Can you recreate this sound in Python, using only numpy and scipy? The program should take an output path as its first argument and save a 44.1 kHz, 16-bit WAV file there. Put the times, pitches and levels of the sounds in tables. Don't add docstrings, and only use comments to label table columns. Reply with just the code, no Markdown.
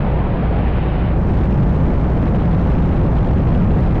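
import sys
import numpy as np
from scipy import signal
from scipy.fft import rfft, irfft
from scipy.io import wavfile

SR = 44100
rng = np.random.default_rng(int(sys.argv[2]) if len(sys.argv) > 2 else 0)


def master_out(mix):
    frames = np.transpose(np.atleast_2d(mix))
    ceiling = np.clip(frames, -1, 1)
    pcm = np.round(ceiling * 32767).astype(np.int16)
    wavfile.write(sys.argv[1], SR, pcm)


N = 176400
TIME = np.arange(N) / SR
EDDY_HZ, GUST_HZ = 260, 22


def amp(db):
    return 10 ** (np.asarray(db) / 20)


def unit(x):
    return x / np.sqrt(np.mean(x ** 2) + 1e-20)


def curve(points):
    return np.interp(TIME, *np.transpose(points))


def colour(x, spectrum):
    hz = np.fft.rfftfreq(N, 1 / SR)
    point_hz, point_db = np.transpose(spectrum)
    gain = amp(np.interp(np.log(hz + 1), np.log(point_hz), point_db))
    return unit(irfft(rfft(x) * gain, N))


def lowpass(x, hz):
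    return irfft(rfft(x) / (1 + (np.fft.rfftfreq(N, 1 / SR) / hz) ** 4), N)


def noise():
    return rng.standard_normal(N)


def wander(hz):
    return unit(lowpass(noise(), hz))


# (t/s, f/Hz)
FIRING_RATE = [(0, 58.7), (.5, 58.25), (1.0, 58.05), (1.4, 58.3), (1.8, 59.3), (2.15, 59.3), (2.55, 57.6),
               (3.3, 57), (4, 57.1)]

def crank_turns():
    return np.cumsum(curve(FIRING_RATE)) / SR / 2


ENGINE_TONES = [(1, -11), (2, -1), (3, -17.5), (4, -12), (5, -19.5), (5.5, -14), (6, -12.5)]
# (t/s, level/dB)
DRONE_LEVEL = [(0, -23), (.35, -23), (.65, -21), (1.2, -18), (1.6, -28.5), (2.25, -19.5), (2.7, -21),
               (3.25, -23), (4, -23)]

def engine_drone(turns, waver=0.042, waver_hz=1.7):
    tones = 0
    for cycles, db in ENGINE_TONES:
        strength = amp(db) * (1 + waver * wander(waver_hz))
        phase = 2 * np.pi * (cycles * turns + rng.random()) + waver * wander(waver_hz)
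        tones += strength * np.cos(phase)
    return np.sqrt(2) * tones * amp(curve(DRONE_LEVEL))


# (f/Hz, level/dB)
RASP_COLOUR = [(150, -22.5), (350, 0.5), (570, 5.5), (950, -3), (1400, -16.5), (2600, -24), (4500, -50.5),
               (11000, -105)]
# (t/s, level/dB)
RASP_LEVEL = [(0, -32), (.25, -32.5), (.6, -34), (1.0, -45), (1.3, -42.5), (4, -37)]

def exhaust_rasp(beat, sharpness=0.94):
    puffs = np.exp(sharpness * beat)
    return amp(curve(RASP_LEVEL)) * colour(noise() * puffs, RASP_COLOUR)


# (f/Hz, level/dB)
THUMP_COLOUR = [(4, -23), (10, -7.5), (30, -1), (50, 0), (70, -.5), (100, -0.5), (150, -2), (180, -3),
                (215, -9), (300, -18.5), (500, -31.5), (1600, -120)]
# (t/s, level/dB)
THUMP_LEVEL = [(0, -17), (.3, -20), (.65, -19.5), (1.03, -22), (1.2, -16), (1.45, -15), (1.65, -12.5),
               (2.15, -17), (2.8, -13.5), (3.25, -15.5), (3.55, -11), (4, -17)]

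def wind_thumps():
    return colour(noise(), THUMP_COLOUR) * amp(curve(THUMP_LEVEL))


# (f/Hz, level/dB)
RUSH_COLOUR = [(100, -11), (250, 3.5), (450, -1), (750, -3), (1050, -9), (1500, -13.5), (2300, -18),
               (3100, -25), (4000, -33.5), (5000, -44), (6300, -56.5), (8500, -70.5), (12000, -115)]
# (t/s, level/dB)
TREBLE_LEVEL = [(0, 0), (.3, -1), (.55, 0), (.8, .5), (1.03, 0.5), (1.2, -1.5)]

def smooth_rush(flicker_db=1.2, treble_hz=1600):
    rush = colour(noise() * amp(-flicker_db * wander(EDDY_HZ)), RUSH_COLOUR)
    body = lowpass(rush, treble_hz)
    treble = (rush - body) * amp(curve(TREBLE_LEVEL))
    return amp(-25.5) * (body + treble)


# (middle t/s, half length t/s, pitch f/Hz, half width f/Hz, level/dB)
AIR_HOOTS = [(0.256, 0.034, 940, 30.3, -35), (.22, 0.19, 922, 120, -36), (.57, .05, 780, 60, -33),
             (0.784, .22, 2770, 500, -46.5), (.87, .06, 3750, 150, -56), (1.03, .04, 2980, 110, -48.5)]

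def hoot(middle_s, half_s, hz, width_hz, db):
    phase = 2 * np.pi * hz * TIME
    band = unit(wander(width_hz) * np.cos(phase) + wander(width_hz) * np.sin(phase))
    swell = np.exp(-((TIME - middle_s) / half_s) ** 2)
    return amp(db) * lowpass(band, 2 * hz) * swell


# (f/Hz, level/dB)
ROAR_COLOUR = [(100, -15), (260, 0), (450, -4), (750, -8.5), (1100, -15), (1600, -21.5), (2400, -31.5),
               (3300, -43), (4500, -50.5), (6500, -57.5), (10000, -83)]
# (t/s, level/dB)
ROAR_LEVEL = [(1.2, -25), (1.35, -24.5), (1.6, -25), (2.0, -24), (2.6, -24), (2.85, -24), (3.15, -24),
              (3.47, -24.5), (3.7, -24.5), (4, -24.5)]

def broken_roar(eddies, gusts, flicker_db=0.3):
    flicker = amp(flicker_db * (eddies + .5 * gusts))
    return amp(curve(ROAR_LEVEL)) * colour(noise() * flicker, ROAR_COLOUR)


# (f/Hz, level/dB)
FLUTTER_COLOUR = [(400, -7), (1000, -1.5), (2000, 0.5), (3000, -4.5), (4000, -12.5), (5000, -21.5),
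                  (7000, -43.5), (10000, -61.5)]
# (f/Hz, level/dB)
FIZZ_COLOUR = [(2000, -19.5), (4000, -2), (5500, -1), (7000, -6), (9500, -13), (11000, -17), (13000, -44.5),
               (15000, -67.5)]
# (t/s, level/dB)
THROB_DEPTH = [(1.2, 7), (1.9, 6.4), (2.8, 3.4), (4, 4)]
# (t/s, level/dB)
SPITS_LEVEL = [(.95, -27), (1.1, -14.5), (1.2, -2), (1.35, 1.5), (1.5, 0), (1.95, 0), (2.3, 0.1),
               (2.48, 1.5), (2.8, 1.7), (3.2, 0.5), (4, 1.5)]

def hiss_spits(eddies, gusts, beat, flutter_depth_db=9, fizz_depth_db=4.5, gust_db=0.85):
    smallest_eddies = np.tanh(wander(EDDY_HZ) + .5 * eddies)
    throb_db = curve(THROB_DEPTH) * np.tanh(1.5 * beat)
    flutter_gain = amp(flutter_depth_db * eddies + gust_db * gusts)
    fizz_gain = amp(fizz_depth_db * smallest_eddies + gust_db * gusts + throb_db)
    flutter = amp(-45) * colour(noise() * flutter_gain, FLUTTER_COLOUR)
    fizz = amp(-65.5) * colour(noise() * fizz_gain, FIZZ_COLOUR)
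    return amp(curve(SPITS_LEVEL)) * (flutter + fizz)


def scene(break_s=1.14, break_lasts_s=0.085):
    turns = crank_turns()
    beat = np.cos(2 * np.pi * 2 * turns)
    broken = .5 + .5 * np.tanh(2 * (TIME - break_s) / break_lasts_s)
    hoots = sum(hoot(*row) for row in AIR_HOOTS)
    mix = engine_drone(turns) + exhaust_rasp(beat) + wind_thumps()
    mix += np.sqrt(1 - broken) * smooth_rush() + hoots
    eddies, gusts = np.tanh(wander(EDDY_HZ)), wander(GUST_HZ)
    mix += np.sqrt(broken) * broken_roar(eddies, gusts)
    mix += hiss_spits(eddies, gusts, beat)
    return mix[None]


def record(dry, limit_db=-18.5, window_s=0.0065, bass_boost_db=3, peak_db=-7.5, fade_s=.004):
    bass = lowpass(dry[0], hz=325)
    bass_power = abs(signal.hilbert(bass)) ** 2 / 2
    overload = abs(lowpass(bass_power, 1 / (2 * window_s))) / amp(limit_db) ** 2
    bass_gain = (1 + overload ** 2) ** (-0.57 / 4)
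    out = dry[0] - bass + amp(bass_boost_db) * bass * lowpass(bass_gain, 1 / window_s)
    peak_gain = (1 + (lowpass(out, hz=1000) / amp(peak_db)) ** 8) ** (-1 / 8)
    out *= lowpass(peak_gain, hz=500)
    out *= signal.windows.tukey(N, 2 * fade_s * SR / N)
    high_cut = signal.firwin(255, cutoff=15700, window=("kaiser", 9), fs=SR)
    return signal.oaconvolve(out, high_cut, "same")[None]


dry = scene()
out = record(dry)
master_out(out)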